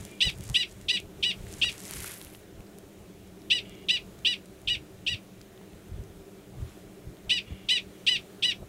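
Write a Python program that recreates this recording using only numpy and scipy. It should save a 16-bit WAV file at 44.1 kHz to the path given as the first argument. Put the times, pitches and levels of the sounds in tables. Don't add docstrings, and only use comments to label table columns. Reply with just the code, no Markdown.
import sys
import numpy as np
from scipy import signal
from scipy.fft import rfft, irfft, next_fast_len
from scipy.io import wavfile
from scipy.ndimage import uniform_filter1d, map_coordinates

SR = 44100
rng = np.random.default_rng(int(sys.argv[2]) if len(sys.argv) > 2 else 0)


def gain_from_db(level_db):
    decades = np.asarray(level_db, float) / 20
    return 10 ** decades


def unload_wav(signal):
    wavfile.write(
        sys.argv[1],
        SR,
        np.round(np.clip(np.atleast_2d(signal).T, -1, 1) * 32767).astype(np.int16),
    )


N = 382788
TIME = np.arange(N) / SR

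# (start [s], length [s], top pitch [Hz], level [dB])
BARK_TIMES = [(0.2042, 0.095, 1010, -18), (.5435, 0.093, 1001, -19.5), (0.883, 0.094, 1003, -20),
              (1.226, 0.093, 990, -19.5), (1.614, 0.084, 976, -19.5), (3.5, 0.093, 996, -20),
              (3.885, 0.092, 1004, -19.5), (4.248, 0.095, 992, -21), (4.673, 0.084, 977, -23),
              (5.064, 0.084, 979, -23), (7.2936, 0.097, 1000, -19.5), (7.686, 0.1, 1018, -19.5),
              (8.065, 0.106, 1014, -18), (8.423, .1, 1000, -19.5)]
# (time after start [s], depth [dB], second push below first [dB])
THROAT_CATCHES = [(0.036, 4.5, 4.5), (0.038, 12, 2.5), (0.04, 12.5, 2), (0.031, 0, 4.5), (.035, 2, 4),
                  (0.043, 7, 4), (0.036, 5, 5), (0.036, 2, 3.5), (0.039, -1, 2.5), (0.039, 5, 3),
                  (0.036, 1, 3.5), (0.058, 5, 2), (0.038, 4, 4), (0.043, 4.5, 2)]
# (frequency [Hz], level [dB per Hz])
TEETH_AIR = [(3000, -40), (5500, -16), (7000, -7), (8500, 13), (10000, -13), (13500, 1), (16000, -36)]
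BREATH_DB, BURST_DB, BURST_S = -37, -2, 0.012


def barks():
    out = np.zeros(N + SR)
    t = np.arange(SR // 6) / SR
    breath = coloured(rng.standard_normal(N), TEETH_AIR)
    for (start, length, top_hz, db), catch in zip(BARK_TIMES, THROAT_CATCHES):
        after = np.clip(t - length, 0, 1)
        level_db, ring_db = effort(t, length, top_hz, db, *catch)
        opening = np.clip(t / 0.00097, 0, 1) * np.clip(0.59 + t / 0.014, 0, 1)
        closing = gain_from_db(-600 * after - 4.5 * np.clip(after / 0.0011, 0, 1))
        gate = opening * closing

        voice = harmonics(t, length, top_hz, ring_db) * gate * gain_from_db(level_db - 1.1)
        air_db = level_db + BREATH_DB + BURST_DB * np.exp(-t / BURST_S)
        voice += gate * gain_from_db(air_db) * np.resize(breath[round(start * SR):], len(t))

        echo = scattered(voice)
        first = round(start * SR)
        mound = round((start + 0.014) * SR)
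        out[first:][:len(t)] += voice
        out[mound:][:len(t)] += gain_from_db(-17) * voice
        out[first:][:len(echo)] += gain_from_db(-13.5) * echo
    return out[:N]


# (frequency [Hz], level [dB])
THROAT_COLOUR = [(700, -62), (1000, -38.5), (1500, -33), (2000, -12.5), (2600, 3.5), (3100, 0.5),
                 (3500, -1.5), (4100, -10), (5000, -15), (6000, -21.5), (6900, -34), (8000, -23),
                 (10000, -38), (15000, -52)]


def harmonics(t, length, top_hz, ring_db):
    order = np.arange(1, 35)[:, None] / 2
    rise, fall = arch(t, length, top_hz)
    jitter = 0.0073 + 0.05 * np.clip(np.clip(t - length, 0, 1) / 0.0092, 0, 1)
    pitch = top_hz * rise * fall * (1 + jitter * wobble(254, size=len(t)))
    hz = order * pitch

    mouth_db = ring_db * np.exp(-((hz - 2900) / 550) ** 2)
    mouth_db -= 13 * np.exp(-(t / 0.019) ** 2) / (1 + (hz / 2500) ** 8)
    mouth_db += 4 * np.exp(-(t / 0.022) ** 2 - ((hz - 3450) / 450) ** 2)
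    mouth_db -= 14 * (1 - fall) * np.log2(hz / 2500 + 0.5)
    half_db = -20 * (order % 1 > 0)
    size = gain_from_db(along(THROAT_COLOUR, hz) + mouth_db + half_db)

    flutter = np.array([wobble(72.1, size=len(t)) + 0.59 * wobble(260, size=len(t), order=1)
                        for _ in order])
    flutter *= np.sqrt(np.clip(order / 4, 0, 1.6))
    phase = 2 * np.pi * order * np.cumsum(pitch) / SR - 0.4 * order
    voice = np.sum(size * gain_from_db(2.04 * flutter) * np.sin(phase), 0)
    voice *= 1 + 0.1 * wobble(910, size=len(t))
    return voice / np.sqrt(np.sum(size ** 2, 0) / 2)


START_BELOW, RISE_S, RISE_SHAPE = 0.43, 0.0142, 1.45
PEAK_S, SAG_PER_S_HZ, SAG_FROM_HZ = 0.036, 0.022, 965
END_BELOW, DROP_S, LAST_BELOW, TRAIL_S = 0.31, 0.0068, 0.19, 0.009
LEAD_PER_HZ, LEAD_FROM_HZ = 3e-5, 972


def arch(t, length, top_hz):
    u = t + LEAD_PER_HZ * (top_hz - LEAD_FROM_HZ)
    rise = 1 - START_BELOW * np.exp(-(u / RISE_S) ** RISE_SHAPE)
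    rise -= SAG_PER_S_HZ * (top_hz - SAG_FROM_HZ) * np.clip(u - PEAK_S, 0, 1)
    left = length - t
    fall = 1 - END_BELOW * np.exp(-np.clip(left, 0, 1) / DROP_S)
    fall -= LAST_BELOW * (1 - np.exp(np.clip(left, -1, 0) / TRAIL_S))
    return rise, fall


SWELL_DB, SWELL_S = 5, 0.01
CLOSE_S, REOPEN_S = 0.0081, 0.018
TIRE_DB_PER_S, SPENT_DB, SPENT_S = 48, 3.5, 0.021
RING_DB_PER_HZ, RING_FROM_HZ = 0.23, 1032.5
RING_FADE_S, RING_KEEP = 0.015, 0.16
RING_REST_DB, RING_LOSS = -3.5, 1


def effort(t, length, top_hz, db, catch_s, depth_db, step_db):
    t = np.minimum(t, length)
    shut = np.clip(1 + (t - catch_s) / CLOSE_S, 0, 1)
    reopening = np.clip(1 - (t - catch_s) / REOPEN_S, 0, 1)
    catch_db = depth_db * np.minimum(shut, reopening)
    spent = np.exp((t - length) / SPENT_S)

    level_db = db - SWELL_DB * np.exp(-(t / SWELL_S) ** 2) - TIRE_DB_PER_S * t
    level_db -= step_db * shut + catch_db + SPENT_DB * spent
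    lasting = RING_KEEP + (1 - RING_KEEP) * np.exp(-(t / RING_FADE_S) ** 2)
    ring_db = RING_REST_DB + RING_DB_PER_HZ * (RING_FROM_HZ - top_hz) * lasting
    ring_db -= RING_LOSS * catch_db + 1.7 * spent
    return level_db, ring_db


# (frequency [Hz], time to fall 60 dB [s])
GRASS_ECHO = [(1500, 0.031), (2400, 0.18), (3200, 0.085), (6000, 0.22), (12000, 0.044)]


def scattered(x):
    hz, t, z = signal.stft(rng.standard_normal(SR // 4), SR, nperseg=128)
    decay = gain_from_db(-60 * t / along(GRASS_ECHO, hz)[:, None])
    tail = signal.istft(z * decay, SR, nperseg=128)[1]
    return signal.fftconvolve(x, tail / np.linalg.norm(tail))


# (start [s], length [s], level [dB])
IN_BREATHS = [
    (.02, 0.2, -59),
    (0.394, 0.087, -60),
    (3.63, 0.24, -54.5),
    (7.442, 0.25, -56),
    (7.927, 0.12, -63),
]
# (frequency [Hz], level [dB per Hz])
WHEEZE_COLOUR = [(1500, -38), (2050, -0.5), (2380, 3), (2600, -8.5), (2850, 7), (3080, -4), (3350, 3),
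                 (3800, -13), (5000, -15), (7000, -49)]
# (time [s], pitch [Hz], level [dB])
BREATH_WHISTLE = [
    (.05, 2390, -72.5),
    (.11, 2370, -61),
    (.155, 2397, -54),
    (.175, 2380, -62.5),
    (.19, 2350, -83),
]


def gasps():
    gain = np.zeros(N)
    for start, length, db in IN_BREATHS:
        since = TIME - start
        edges = np.clip(np.minimum(since, start + length - TIME) / 0.026, 0, 1)
        gain += gain_from_db(db - 14 * np.clip(since, 0, length)) * edges
    rattle = gain_from_db(1.2 * wobble(300) + 1.8 * wobble(120, order=1))
    wheeze = unit(rattle * coloured(rng.standard_normal(N), WHEEZE_COLOUR))
    hz, db = curves(BREATH_WHISTLE, TIME)
    whistle = gain_from_db(db + 4.0 + 2.6 * wobble(49)) * np.sin(2 * np.pi * np.cumsum(hz) / SR)
    return gain * wheeze + whistle


# (time [s], peak level [dB], rise [s], fall [s])
STIRRINGS = [(.03, -55, .2, 0.17), (.252, -50.5, 0.057, .11), (.49, -53.5, 0.19, 0.057),
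             (.545, -51, 0.027, 0.1), (.716, -58.5, 0.066, 0.048), (.838, -61, 0.14, .03),
             (.95, -61, .15, .1), (1.0, -61, .02, .015), (1.24, -74, 0.038, .14), (1.53, -57.5, .17, .5),
             (1.72, -53.5, 0.39, 0.056), (1.98, -45, .35, 0.31), (2.07, -49.5, 0.13, 0.33),
             (2.35, -62.5, .3, .04)]
# (frequency [Hz], level [dB per Hz])
RUB_COLOUR = [(470, -40), (800, -6), (1390, 1), (2040, 6.5), (2550, 4), (5070, -3), (10200, -5),
              (12300, -12), (15800, -31)]
# (frequency [Hz], level [dB])
CRACKLE_COLOUR = [(1500, -7), (4000, 0.5), (7000, 0.5), (11500, 0.5), (13500, -9), (15800, -16)]
# (frequency [Hz], level over the crackle's colour [dB])
TIP_COLOUR = [(3000, -1), (7000, -7), (11000, 3), (15800, 9)]
TIPS_FROM_S, TIPS_TO_S = 1.85, 2.05
CRACKLE_DB = 1.5


def rustle():
    when, size, pitch = rng.random((2800, 3)).T
    tiny = snaps(when * 2.45, -3.8 * np.log(size + 0.027), 13500 * gain_from_db(-7 * pitch), cycles=8.3)
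    crackle = coloured(tiny * gain_from_db(1.6 * wobble(45.3)), CRACKLE_COLOUR)
    tips = np.clip((TIME - TIPS_FROM_S) / (TIPS_TO_S - TIPS_FROM_S), 0, 1)
    crackle = (1 - tips) * crackle + tips * coloured(crackle, TIP_COLOUR)
    rub = gain_from_db(3.2 * wobble(60, order=1)) * rush(RUB_COLOUR, patchy_db=-0.3)
    return (rub + gain_from_db(CRACKLE_DB - 1.8) * crackle) * gain_from_db(-3.0) * swells(STIRRINGS, shape=1.34)


# (time [s], peak level [dB], pitch [Hz])
STALK_SNAPS = [(0.051, -24, 7300), (0.1135, -31, 9100), (0.253, -28.5, 5000), (0.301, -25, 5000),
               (0.3764, -34, 9050), (0.385, -33.5, 9200), (0.408, -28.5, 7540), (0.438, -26, 9700),
               (0.4673, -36, 6490), (0.4904, -27, 7300), (0.4987, -23, 7300), (0.7216, -35, 7620),
               (0.8131, -35, 7340), (1.0006, -27, 7890), (1.5265, -30, 7200), (1.5382, -26, 6690),
               (1.726, -25.5, 7300), (1.78, -26, 7350), (1.803, -26, 8000), (1.853, -25, 8700),
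               (1.9093, -16, 10500), (1.936, -19, 7920), (2.0033, -18, 9770), (2.0218, -31, 8430),
               (2.043, -23, 7910), (2.064, -29, 7890), (2.0827, -29.5, 10300), (2.1829, -31, 11800),
               (2.214, -26, 10100), (2.248, -24, 10700)]
# (time [s], peak level [dB], pitch [Hz])
SETTLING_SNAPS = [(2.3524, -34, 10000), (2.605, -41, 8700), (2.7852, -32.5, 10400), (3.4181, -42, 5080),
                  (3.695, -34, 7850), (3.7519, -42, 6000), (4.1894, -38, 6500), (4.4573, -36, 8280),
                  (4.6163, -38, 8620), (5.4131, -36.5, 7360), (5.885, -39, 10100), (6.0376, -40, 6300),
                  (6.694, -41, 6470)]
# (time [s], peak level [dB], pitch [Hz])
STEM_KNOCKS = [(1.468, -36, 1900), (1.645, -28.5, 1450), (2.045, -27, 1460), (2.215, -28.5, 3900),
               (2.27, -36, 2800), (2.349, -32, 2950), (2.606, -40, 2500), (4.99, -50, 2500),
               (5.41, -43, 1500), (5.415, -34.5, 4830), (5.577, -40, 3500), (5.613, -44, 890),
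               (5.733, -44, 3300), (7.17, -41, 3530)]
STRAY_DB, STRAY_SPREAD_DB = -52, 3.5


def ticks():
    s, db, hz = np.concatenate([STALK_SNAPS, SETTLING_SNAPS]).T
    stalks = snaps(s + 0.00072, db + 3.5, hz, cycles=6.1)
    stems = snaps(*np.transpose(STEM_KNOCKS), cycles=10.0)
    when, size, pitch = rng.random((60, 3)).T
    stray_db = STRAY_DB - STRAY_SPREAD_DB * np.log(size + 0.05)
    stray = snaps(when * N / SR, stray_db, 10000 * gain_from_db(-9 * pitch), cycles=9)
    return stalks + stems + stray


# (time [s], peak level [dB], rise [s], fall [s])
WIND_GUSTS = [(.01, -38.5, .1, 0.13), (.275, -23.5, 0.037, 0.025), (.41, -36, 0.16, 0.054),
              (.505, -26.5, 0.048, 0.065), (.77, -47, .2, .15), (.87, -45, 0.13, 0.11),
              (1.18, -44, 0.061, 0.29), (1.41, -37.5, 0.081, 0.37), (1.67, -42, 0.063, 0.095),
              (1.965, -38.5, 0.084, 0.17), (2.6, -41, 0.039, 0.046), (3.24, -47.5, 0.19, .2),
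              (3.58, -49, 0.21, 0.12), (3.84, -52, .2, .6), (4.23, -45, 0.18, .1),
              (4.69, -35.5, .055, 0.062), (4.77, -42, .03, .15), (4.95, -50, .06, .25),
              (5.15, -33.5, 0.085, 0.018), (5.93, -36, 0.065, 0.17), (6.01, -29.5, 0.11, 0.018),
              (6.09, -41.5, .08, 0.09), (6.625, -26.5, 0.09, 0.058), (7.08, -36, 0.035, 0.066),
              (7.28, -37, .045, 0.063), (7.525, -28.5, 0.042, 0.034), (7.66, -53, .1, 0.055),
              (8.12, -50, .12, .15), (8.63, -34.5, 0.049, 0.038)]
# (frequency [Hz], level [dB per Hz])
THUMP_COLOUR = [(15, -40), (30, -9.5), (60, -5), (90, -4.5), (130, -7), (200, -20.5), (400, -36),
                (900, -45.5), (4000, -65), (9000, -75)]
LULL_DB, LULL_SWAY_DB = -59.5, 6.5


def wind():
    swirl = rush(THUMP_COLOUR, patchy_db=5.0)
    loudness = np.sqrt(np.abs(uniform_filter1d(swirl ** 2, size=1200)))
    lumps = unit(swirl / (0.13 + loudness))
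    lull = gain_from_db(LULL_DB + LULL_SWAY_DB * wobble(15))
    gain = np.hypot(swells(WIND_GUSTS, shape=0.92), lull)
    return gain * gain_from_db(-3.0 + 0.66 * wobble(30)) * lumps


# (frequency [Hz], level [dB per Hz])
DRONE_COLOUR = [(20, -19), (60, -19.5), (115, -1.5), (150, -12), (192, 6), (245, -17), (305, -0.5),
                (345, -7.5), (390, 0), (460, -12), (650, -13), (900, -25), (1300, -39)]
DRONE_DB, DRONE_SWAY_DB = -51.5, 1


def drone():
    return gain_from_db(DRONE_DB + 1.5 + DRONE_SWAY_DB * wobble(3.005)) * rush(DRONE_COLOUR, patchy_db=0.42)


# (time [s], peak level [dB], rise [s], fall [s])
BREEZE_PUFFS = [
    (.02, -67, .1, 0.28),
    (1.3, -55.5, 0.25, 0.5),
    (4.1, -62, .4, 0.67),
    (6.68, -57, .15, .25),
    (8.2, -58.5, .8, 0.84),
]
# (frequency [Hz], level [dB per Hz])
HISS_COLOUR = [(410, -5), (700, -5.5), (885, -9.5), (1430, -8.5), (1590, -10), (1810, -10), (3970, -13.5),
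               (4580, -18.5), (6680, -16), (15800, -22.5)]
HISS_DB, STIRRED_DB = -57.5, -5


def hiss():
    steady = gain_from_db(HISS_DB + 0.41 * wobble(1.45))
    stirred = gain_from_db(STIRRED_DB) * uniform_filter1d(swells(STIRRINGS, shape=1.55), size=8000)
    gain = np.hypot(steady, stirred + swells(BREEZE_PUFFS, shape=2.1))
    return gain * gain_from_db(-1.0) * rush(HISS_COLOUR, patchy_db=1.1)


def snaps(s, db, hz, cycles):
    t = np.arange(SR // 150) / SR
    turns = hz[:, None] * t
    rough = 1 + 0.3 * rng.standard_normal(turns.shape)
    decay = gain_from_db(db[:, None] - 60 * turns / cycles)
    ring = decay * np.clip(turns / 0.17, 0, 1) * np.sin(2 * np.pi * turns) * rough
    at = np.round(s * SR).astype(int)[:, None] + np.arange(len(t))
    return np.bincount(at.ravel(), ring.ravel(), N + SR)[:N]


def swells(rows, shape):
    t = np.arange(0, N / SR + 0.01, 0.001)
    s, db, rise, fall = np.transpose(rows)[..., None]
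    away = np.where(t < s, (s - t) / rise, (t - s) / fall)
    power = np.sum(gain_from_db(db - 20 * away ** shape) ** 2, 0)
    return np.interp(TIME, t, np.sqrt(power))


def rush(spectrum, patchy_db):
    z = signal.stft(rng.standard_normal(N), nperseg=512)[2]
    field = uniform_filter1d(rng.standard_normal(z.shape), 6, 0)
    field = uniform_filter1d(field, 14, 1)
    noise = signal.istft(z * gain_from_db(patchy_db * unit(field)), nperseg=512)[1][:N]
    return coloured(noise, spectrum)


def coloured(x, spectrum):
    m = next_fast_len(N + 8192)
    gain = gain_from_db(along(spectrum, np.fft.rfftfreq(m, 1 / SR)))
    return unit(irfft(rfft(x, m) * gain, m)[:N])


def wobble(rate, size=N, order=3):
    knots = rng.standard_normal(int(size * rate / SR) + 4)
    return map_coordinates(knots, [np.arange(size) * rate / SR], order=order)


def along(points, hz):
    f, v = np.transpose(points)
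    return np.interp(np.log(hz + 1), np.log(f + 1), v)


def curves(rows, t):
    s, *cols = np.transpose(rows)
    return [np.interp(t, s, c) for c in cols]


def unit(x):
    return x / np.sqrt(np.mean(x ** 2) + 1e-20)


def scene():
    animal = barks() + gasps()
    stalks = rustle() + ticks()
    background = wind() + drone() + hiss()
    return (animal + stalks + background)[None]


def band_limit(x):
    return signal.sosfilt(signal.butter(12, 16450, fs=SR, output="sos"), x)


def record(dry):
    m = next_fast_len(N)
    passed = np.fft.rfftfreq(m, 1 / SR) < 15780
    mix = irfft(rfft(dry, m) * passed, m)[:, :N]
    return band_limit(mix)


dry = scene()
out = record(dry)
unload_wav(out)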